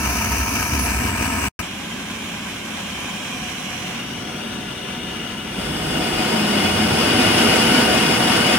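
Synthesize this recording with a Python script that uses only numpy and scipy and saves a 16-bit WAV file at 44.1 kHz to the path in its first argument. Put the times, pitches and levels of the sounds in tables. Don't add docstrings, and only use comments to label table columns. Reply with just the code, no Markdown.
import sys
import numpy as np
from scipy import signal
from scipy.fft import rfft, irfft
from scipy.io import wavfile

SR = 44100
rng = np.random.default_rng(int(sys.argv[2]) if len(sys.argv) > 2 else 0)


def wrap_up_sound(samples):
    columns = np.atleast_2d(samples).T
    tamed = np.clip(columns, -1, 1)
    steps = np.round(tamed * 32767).astype(np.int16)
    wavfile.write(sys.argv[1], SR, steps)


N = 378378
BINS = np.arange(N // 2 + 1) * SR / N
ROAR_TOP_HZ, RUSH_TOP_HZ = 400, 4000

# time_s, gain (0-1)
BENCH_AUDIBLE = [(0, 1), (1.484, 1), (1.486, .06), (1.5, .008), (1.517, 0), (1.591, 0), (1.5915, 1),
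                 (1.615, .65), (1.622, 0)]
# time_s, gain (0-1)
STOOL_AUDIBLE = [(1.61, 0), (1.625, 1)]


def torch_on_bench():
    # pitch_hz, relative_db
    colour = [(15, -54), (30, -31), (45, -20), (62, -1.5), (110, -3), (220, 0), (450, -17), (1400, -11.5),
              (3000, -17.5), (4200, -24.5), (6200, -22.5), (7500, -28), (11000, -21), (12500, -28.5),
              (15700, -31.5)]
    # pitch_hz, width_hz, left_db, right_db
    modes = [(162.6, 91, -14.5, -13.5), (340.0, 41, -11.5, -9.5), (566, 100, -4.5, -3),
             (664.0, 49.0, 5.5, -3), (716, 68.0, 1.5, 5.5), (833, 100, -12.5, -9), (939.0, 83, 7.5, 8),
             (1162, 66.0, -13, -9), (1293, 67, 4, 5), (1420, 86, -10.5, -10), (1980, 320, -12.5, -2.5),
             (2520, 980, 13, -2.5), (2605, 230, -8, 14), (3480, 1050, -13.5, -10), (5920, 380, 3.5, 6),
             (7361.0, 669.0, -2, 1), (9500, 1450, -6.0, 9.5), (9770.0, 4100, -2.5, -12.5),
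             (12837.0, 1500, -4, -2.5), (15450.0, 660, 0, 3)]
    # pitch_hz, left_right_db, direct_share (0-1), left_lead_rad
    ports = [(120.0, -0.1, 0.98, 0.2), (330.0, 0.0, 0.88, 0.7), (480.0, 3.1, 0.81, 1.7),
             (620.0, 8.3, 0.6, 1.7), (730.0, 4.6, 0.53, 0.7), (900.0, 2.8, 0.59, 0.1),
             (1080.0, 0.6, 0.7, 0.4), (1300.0, 1.8, 0.75, 1.2), (1500.0, -0.2, 0.71, 0.6),
             (1750.0, -3.1, 0.6, 0.9), (2100.0, 2.5, 0.39, 2.2), (2500.0, 5.4, 0.27, 1.5),
             (2900.0, 5.7, 0.15, 1.2), (3400.0, 1.4, 0.15, 0.8), (3800.0, 1.6, 0.15, 3.1),
             (4600.0, 2.2, 0.31, 4.8), (5200.0, -0.7, 0.38, 4.7), (6200.0, -5.3, 0.39, 4.1),
             (8000.0, -5.0, 0.17, 5.5), (9500.0, -6.0, 0.06, 4.7), (11500.0, -4.6, 0.14, 4.6),
             (15000.0, -8.5, 0.12, 6.2)]
    # time_s, relative_db
    hiss_curve = [(.85, -25), (1.1, -29.5), (1.47, -28)]
    parts = burner(colour, modes, ports)
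    steady_db = np.zeros(N)
    sound = flame(parts, [steady_db, steady_db, in_time(hiss_curve)[0]], throb_top_hz=110, throb_db=0.87,
                  steepness=0.21, flutter_db=1.0, waver_db=0.74, hiss_share=0.94,
                  roar_db=-27.0, rush_db=-27.0, hiss_db=-5.5)
    return sound * in_time(BENCH_AUDIBLE)


def torch_on_stool():
    # time_s, nearness (0-1)
    approach = [(3.75, 0), (4.25, 1)]
    # time_s, opening (0-1)
    valve = [(5.52, 0.02), (5.63, 0.8), (6.3, 0.99)]
    # time_s, facing (0-1)
    beam = [(2.65, 0), (3.1, 0.3), (3.8, 0.94), (3.98, 0.3)]
    # time_s, level_db
    fuel_flow = [(1.7, -33), (2.9, -32), (3.15, -32), (3.8, -32.5), (4.15, -33), (4.7, -33), (5.5, -33),
                 (5.63, -29.5), (5.8, -29), (5.94, -25.5), (6.2, -24), (6.8, -22), (7.05, -20.5),
                 (7.4, -18), (7.72, -18), (8.0, -19.5), (8.5, -19)]
    idle_db = -33
    roar_follows, hiss_follows = 0.73, 0.98
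    near_roar_db, near_hiss_db = 2.5, -3.5
    facing_hiss_db, open_hiss_db = 1, 1
    tube_beam_db = 2

    nearness, opening, facing = (np.clip(in_time(curve)[0], 0, 1) for curve in (approach, valve, beam))
    flow_db = in_time(fuel_flow)[0] - idle_db
    flow = from_db(flow_db)
    roar_db = roar_follows * flow_db + near_roar_db * nearness
    hiss_db = hiss_follows * flow_db + near_hiss_db * nearness
    hiss_db = hiss_db + facing_hiss_db * facing + open_hiss_db * opening
    parts = burner_on_stool(nearness, opening)
    sound = flame(parts, [roar_db, flow_db, hiss_db], throb_top_hz=200, throb_db=-0.2,
                  steepness=0.017, flutter_db=0.5, waver_db=0.57, hiss_share=0.88,
                  roar_db=-35.0, rush_db=-34.0, hiss_db=-41.5)
    tube = np.maximum(nearness, from_db(tube_beam_db) * facing) * tube_notes()
    tones = flow * (tube + nearness * jet_humps(flow))
    return (sound + floor_echo(sound) + tones) * in_time(STOOL_AUDIBLE)


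def flame(parts, levels_db, throb_top_hz, throb_db, steepness, flutter_db, waver_db, hiss_share,
          roar_db, rush_db, hiss_db):
    roar, rush, hiss = parts * from_db(levels_db)[:, None]
    surge = rms_one(filtered(roar.mean(axis=0), throb_top_hz, "low"))
    roar = roar + steepness * filtered(roar * surge, throb_top_hz, "high")
    unrest_db = throb_db * surge + flutter_db * drift(55) + waver_db * drift(6.6)
    rush = rush * rms_one(from_db(unrest_db))
    hiss = hiss * rms_one(from_db(hiss_share * unrest_db))
    return from_db(roar_db) * roar + from_db(rush_db) * rush + from_db(hiss_db) * hiss


def burner(colour, modes, ports):
    shape_db = in_hz(colour)[0]
    for hz, width, left_db, right_db in modes:
        resonance = 1 / (1 + (2 * (BINS - hz) / width) ** 2)
        shape_db = shape_db + np.array([[left_db], [right_db]]) * resonance
    no_deepest_bass = 1 - 1 / (1 + (BINS / 22) ** 4)
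    sound = turbulence_at(ports) * from_db(shape_db) * no_deepest_bass
    above_roar, above_rush = (1 - 1 / (1 + (BINS / edge) ** 8) for edge in (ROAR_TOP_HZ, RUSH_TOP_HZ))
    shares = (1 - above_roar, above_roar - above_rush, above_rush)
    parts = [irfft(sound * share, N) for share in shares]
    return np.array([part / np.std(part.mean(axis=0)) for part in parts])


def burner_on_stool(nearness, opening):
    # pitch_hz, relative_db
    far_colour = [(30.0, -20.8), (60.0, -11.4), (110.0, -3.1), (220.0, -0.5), (450.0, -17.5), (1400.0, -8),
                  (3000.0, -8.5), (4200.0, -15), (6200.0, -16.1), (7500.0, -21.5), (11000.0, -31),
                  (12500.0, -37.1), (15700.0, -31)]
    near_colour = [(30.0, -25), (60.0, -10.5), (110.0, -9.5), (220.0, -0.5), (450.0, -14.5), (1400.0, -12),
                   (3000.0, -14), (4200.0, -25), (6200.0, -23.2), (7500.0, -32), (11000.0, -33.1),
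                   (12500.0, -38.5), (15700.0, -33.5)]
    open_colour = [(30.0, -37), (60.0, -14.5), (110.0, -9), (220.0, -0.5), (450.0, -4.5), (1400.0, -13.5),
                   (3000.0, -18.5), (4200.0, -23.5), (6200.0, -27), (7500.0, -28.5), (11000.0, -31),
                   (12500.0, -34), (15700.0, -37)]
    # pitch_hz, width_hz, left_db, right_db
    far_modes = [(130, 48, -10, -10.5), (310, 18, -3, -4), (394, 20.0, 3, 5.0), (554, 170, 6, 6),
                 (687.0, 41.0, -3, 6.5), (732.0, 47, 4.0, 0), (828.0, 78.0, 4.5, -8),
                 (904.0, 51.0, -4, 0.5), (1010, 65, 2.0, 5.5), (1250, 42, -5, -7.5),
                 (1388.0, 87, -7.5, -8.5), (1615, 39, -1.0, 3.5), (1870, 369.0, -4, -6.5),
                 (2270, 231.0, -3, 3), (2550, 72, 3.5, 0.5), (3110, 110, 6.5, 0), (3370, 69, 8, 2),
                 (3380, 308.0, -5, -3), (4730, 1140, -9.0, -9), (6500, 591.0, -6, -4.0),
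                 (7900, 255.0, -1, -2), (11100, 1300, 0.5, 6), (13049.0, 1244.0, 5, -0.5),
                 (15550.0, 744.0, -11.0, -3.0)]
    near_modes = [(285.0, 23, -2, -6.5), (324, 36.0, 3.5, 0.5), (399.0, 33, 2, 6.5), (613, 70.0, 8.5, -11),
                  (656.0, 230, -4, 8.5), (721.0, 76.0, 1, -11), (836, 63.0, -6, -4), (1087.0, 72, -4, -9),
                  (1244.0, 95.0, -4, -4), (1610, 94.0, -13, -4.5), (1676.0, 109.0, 5.5, -2),
                  (1850, 89.0, -9, -5), (1940.0, 93.0, 1.5, -7), (2220, 269.0, -5.5, -1),
                  (2580, 100, -9, -5), (3130, 150, -7, 0), (3160, 1300, 6, 3.0), (5947.0, 933.0, 1.5, 0.5),
                  (7058.0, 2000, -1.5, -1.5), (15600, 1155.0, -10.5, -6)]
    open_modes = [(277, 16, -4.5, -6), (328, 28.0, 5.5, -2.0), (436, 16, -6.5, -4.5), (593, 45, 12, -14),
                  (641, 41, 6, 12), (680, 320, -12, -3), (745, 69, 12, 1.5), (934, 33, 7, 5.5),
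                  (1030, 29.0, -8, 4.5), (1070, 60.0, 2.5, -10), (1180, 32, 2.5, -1), (1520, 160, 5, 5.5),
                  (1616.0, 106, -7, -1), (1750, 140, 5, -4.5), (2170, 160, 4, 6.5), (2504.0, 49, 11.5, 7),
                  (2876, 310, 7.5, 10.5), (3069.0, 260, 4.5, -0.5), (3274.0, 142.0, -2.5, -3),
                  (3455, 200, 7.0, 9.5), (4010.0, 152.0, 1.5, -7), (5000, 1030, 9, 10.5),
                  (5620, 212.0, 5.5, -2.5), (8800, 2770.0, 3.5, 4.5)]
    # pitch_hz, left_right_db, direct_share (0-1), left_lead_rad
    far_ports = [(120.0, -0.0, 0.99, -0.0), (330.0, 0.1, 0.85, 0.1), (480.0, 1.8, 0.56, 1.1),
                 (620.0, 4.1, 0.66, 1.3), (730.0, 6.5, 0.16, -0.3), (900.0, 2.7, 0.42, -0.5),
                 (1080.0, -0.1, 0.74, 0.1), (1300.0, -1.7, 0.58, 0.4), (1500.0, -2.0, 0.59, -0.2),
                 (1750.0, -2.3, 0.39, 0.1), (2100.0, -6.2, 0.16, -0.8), (2500.0, -3.3, 0.2, 1.4),
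                 (2900.0, 2.1, 0.23, 1.3), (3400.0, 1.6, 0.16, 0.6), (3800.0, -1.0, 0.26, 2.7),
                 (4600.0, -1.2, 0.09, 3.8), (5200.0, -3.3, 0.19, 6.6), (6200.0, -7.1, 0.03, 5.8),
                 (8000.0, -8.8, 0.07, 4.8), (9500.0, -8.6, 0.1, 5.7), (11500.0, -7.3, 0.09, 6.7),
                 (15000.0, -7.4, 0.04, 6.2)]
    near_ports = [(120.0, 0.0, 0.99, -0.1), (330.0, -0.2, 0.83, -0.4), (480.0, -1.9, 0.41, 0.2),
                  (620.0, 2.7, 0.21, 1.1), (730.0, 3.1, 0.4, 0.0), (900.0, -0.2, 0.39, 0.7),
                  (1080.0, 3.9, 0.34, -0.0), (1300.0, 2.2, 0.68, -0.5), (1500.0, 1.1, 0.73, -0.1),
                  (1750.0, 3.8, 0.36, 0.4), (2100.0, 3.5, 0.4, 0.0), (2500.0, 3.6, 0.26, 0.0),
                  (2900.0, 4.2, 0.39, -0.3), (3400.0, 5.8, 0.52, -0.1), (3800.0, 7.3, 0.19, -0.3),
                  (4600.0, 5.0, 0.23, -2.4), (5200.0, 2.4, 0.36, -3.0), (6200.0, -0.1, 0.32, -3.3),
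                  (8000.0, -2.5, 0.24, -3.5), (9500.0, -6.2, 0.12, -4.1), (11500.0, -8.3, 0.07, -4.5),
                  (15000.0, -8.3, 0.04, -5.2)]
    open_ports = [(120.0, 0.1, 0.98, -0.1), (330.0, -0.2, 0.83, -0.4), (480.0, -2.7, 0.51, -0.0),
                  (620.0, 2.2, 0.09, 1.9), (730.0, 2.2, 0.47, -0.0), (900.0, -1.5, 0.27, 0.7),
                  (1080.0, 3.7, 0.22, -0.1), (1300.0, 2.5, 0.7, -0.6), (1500.0, 0.9, 0.78, -0.1),
                  (1750.0, 5.5, 0.3, -0.4), (2100.0, 3.8, 0.33, -0.3), (2500.0, 4.4, 0.29, -1.1),
                  (2900.0, 2.5, 0.28, -0.9), (3400.0, 3.8, 0.48, -0.5), (3800.0, 6.9, 0.17, -0.8),
                  (4600.0, 4.5, 0.45, -2.8), (5200.0, 1.6, 0.52, -3.1), (6200.0, -1.0, 0.3, -3.5),
                  (8000.0, -3.8, 0.12, -3.9), (9500.0, -7.0, 0.13, -5.4), (11500.0, -8.0, 0.07, -6.6),
                  (15000.0, -8.1, 0.02, -8.0)]
    far = burner(far_colour, far_modes, far_ports)
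    near = burner(near_colour, near_modes, near_ports)
    wide_open = burner(open_colour, open_modes, open_ports)
    return blend(blend(far, near, nearness), wide_open, opening)


def tube_notes():
    # pitch_hz, width_hz, level_db (at idle), left_right_db
    notes = [(484.4, 26, -53, -3), (733, 22.6, -48.5, 6), (1454, 50, -52, -2), (2850, 58, -47.5, -3),
             (2968, 53, -48.5, 1)]
    return sum(from_db(level_db) * noise_band(hz, width, balance_db)
               for hz, width, level_db, balance_db in notes)


def jet_humps(flow):
    # pitch_hz (at no pressure), width_hz, level_db (at idle), left_right_db
    humps = [(8320, 970, -50, -5), (9520, 700, -52.5, -9)]
    rise = 0.0046
    out = np.zeros((2, N))
    for hz, width, level_db, balance_db in humps:
        phase = 2 * np.pi * np.cumsum(hz * (1 + rise * flow ** 2)) / SR
        a, b = filtered(rng.standard_normal((2, 2, N)), width / 2, "low")
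        hump = rms_one(a * np.cos(phase) + b * np.sin(phase))
        out += from_db(level_db) * panned(balance_db) * hump
    return out


def puff():
    at_s, rise_s, pitch_hz, peak_db = 5.578, 0.011, 194, -20
    age = np.maximum(np.arange(N) / SR - at_s, 0)
    rise = age / rise_s
    envelope = rise ** 2 * np.exp(2 * (1 - rise))
    return from_db(peak_db) * envelope * np.sin(2 * np.pi * pitch_hz * age)


def booms():
    # start_s, end_s, pitch_hz, width_hz, level_db, left_right_db
    boom_rows = [(.02, 1.12, 66.7, 13.5, -28.5, -1.5), (5.54, 6.2, 65.4, 38, -38.5, -1),
                 (3.3, 4.0, 166, 75, -40.5, -2), (5.67, 6.02, 160, 29, -32, -3),
                 (6.3, 6.9, 212, 29, -24, -1.5), (6.62, 7.4, 97.8, 24, -33, 0)]
    return swells(boom_rows, swell_share=0.15)


def whistles():
    # start_s, end_s, pitch_hz, width_hz, level_db, left_right_db
    whistle_rows = [(-.2, .85, 6020, 400, -35, -8), (-.2, .6, 13000, 1690, -44.5, -9),
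                    (.88, 1.1, 11500, 900, -41, -7), (.6, .68, 11700, 1400, -36, -9),
                    (.79, .86, 10000, 1200, -31.5, -7), (.82, .9, 11100, 1000, -35, -7),
                    (.85, 1.6, 8050, 1000, -35.5, -5)]
    return swells(whistle_rows, swell_share=0.21)


def passing_bands():
    # start_s, end_s, pitch_hz, width_hz, level_db, left_right_db
    band_rows = [(.95, 1.6, 1800, 700, -37.5, -19), (.97, 1.6, 3350, 906, -47, -16),
                 (1.6, 2.9, 3330, 130, -49.5, -16), (2.92, 3.42, 2400, 227, -41, -18),
                 (2.85, 3.35, 3140, 100, -46, 6), (3.0, 3.35, 3330, 110, -46, 0),
                 (3.42, 4.05, 2300, 400, -41.5, -20), (3.42, 4.1, 2910, 300, -41.5, -17),
                 (3.25, 3.88, 5800, 400, -44, -7), (3.4, 3.88, 7250, 450, -53, -10),
                 (3.15, 3.42, 8200, 400, -53, -10), (3.9, 4.4, 5720, 450, -46, 13),
                 (4.45, 5.2, 5900, 600, -52.5, 0), (4.62, 5.1, 3550, 270, -45.5, 5),
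                 (4.75, 5.5, 2880, 110, -43, 2), (3.2, 4.0, 735, 34, -48.5, 2),
                 (5.5, 6.5, 3400, 200, -41.5, 5), (5.65, 7.0, 13400, 800, -49, -8),
                 (5.55, 6.0, 9000, 1800, -44.5, -6), (6.9, 8.7, 244, 36, -26.5, -2.5)]
    return swells(band_rows, swell_share=0.2)


def floor_echo(sound):
    # time_s, lag_s, gain
    bounce = [(2.7, .0015, 0), (3.1, .00135, .22), (3.9, .00122, .28), (4.5, .00085, .3), (5.0, .0007, 0)]
    lag_s, gain = in_time(bounce)
    t = np.arange(N) / SR
    treble = filtered(sound, 2500, "high")
    return gain * np.array([np.interp(t - lag_s, t, side) for side in treble])


def turbulence_at(ports):
    alike_hz = 227
    stirred_share = 0.08
    balance_db, direct, lead = in_hz(ports)
    apart = 1 - 1 / (1 + (BINS / alike_hz) ** 4)
    direct = np.clip(1 - apart * (1 - direct), 0, 1)
    straight = np.exp(.5j * apart * lead * np.array([[1], [-1]]))
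    left, right = blend(rfft(garage_echoes(), N), straight, direct)
    alike = direct * np.cos(apart * lead)
    mid, side = evened(left + right, 1 + alike), evened(left - right, 1 - alike)
    response = evened(np.array([mid + side, mid - side]), 0.95)
    heard = rfft(rng.standard_normal(N)) * response
    stirred = rfft(rng.standard_normal((2, N)))
    return panned(apart * balance_db) * blend(heard, stirred, stirred_share * (1 - direct))


def garage_echoes():
    garage_t60_s, early_t60_s = 0.36, 0.064
    early_db = 10
    fall = -np.log(1000) * np.arange(SR) / SR
    decay = np.exp(fall / garage_t60_s) + from_db(early_db) * np.exp(fall / early_t60_s)
    tail = rng.standard_normal((2, SR)) * decay
    return tail / np.sqrt(np.sum(tail ** 2, axis=1, keepdims=True))


def evened(response, power):
    span_hz, widens_hz = 50, 1400
    reach = span_hz * (1 + (BINS / widens_hz) ** 2) / 2
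    low, high = (np.clip(edge * N / SR, 0, len(BINS) - 1).astype(int) for edge in (BINS - reach, BINS + reach))
    total = np.cumsum(np.abs(response) ** 2, axis=-1)
    return response * np.sqrt(power * (high - low) / (total[..., high] - total[..., low] + 1e-9))


def swells(rows, swell_share):
    t, out = np.arange(N) / SR, np.zeros((2, N))
    for start, end, hz, width, level_db, balance_db in rows:
        from_edge_s = np.minimum(t - start, end - t)
        held = np.clip(.5 + from_edge_s / (swell_share * abs(end - start)), 0, 1)
        on = np.flatnonzero(held)
        if len(on):
            out[:, on] += from_db(level_db) * held[on] * noise_band(hz, width, balance_db, size=len(on))
    return out


def noise_band(hz, width, balance_db, size=N):
    edges = [hz - width / 2, hz + width / 2]
    run_in = SR // 2
    band = rms_one(filtered(rng.standard_normal((2, size + run_in)), edges, "band")[:, -size:])
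    return panned(balance_db) * blend(band[0], band, hz / RUSH_TOP_HZ)


def drift(rate_hz):
    return rms_one(filtered(rng.standard_normal(N + SR), rate_hz, "low")[SR:])


def blend(a, b, share):
    share = np.clip(share, 0, 1)
    return np.sqrt(1 - share) * a + np.sqrt(share) * b


def panned(balance_db):
    pair = from_db([balance_db / 2, -balance_db / 2]).reshape(2, -1)
    return pair / np.sqrt(np.mean(pair ** 2, axis=0))


def filtered(x, hz, kind):
    return signal.sosfilt(signal.butter(2, hz, kind, fs=SR, output="sos"), x)


def from_db(db):
    return 10 ** (np.asarray(db) / 20)


def rms_one(x):
    return x / np.sqrt(np.mean(x ** 2) + 1e-20)


def in_time(rows):
    s, *columns = np.transpose(rows)
    return np.array([np.interp(np.arange(N) / SR, s, c) for c in columns])


def in_hz(rows):
    points, *columns = np.transpose(rows)
    return [np.interp(np.log(BINS + 1), np.log(points), c) for c in columns]


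def scene():
    heard = np.maximum(in_time(BENCH_AUDIBLE), in_time(STOOL_AUDIBLE))
    passing = whistles() + passing_bands() + booms()
    return torch_on_bench() + torch_on_stool() + puff() + heard * passing


def record(dry):
    cutoff_hz = 15800
    top_cut = signal.ellip(12, .1, 90, cutoff_hz, fs=SR, output="sos")
    return signal.sosfilt(top_cut, dry)


dry = scene()
out = record(dry)
wrap_up_sound(out)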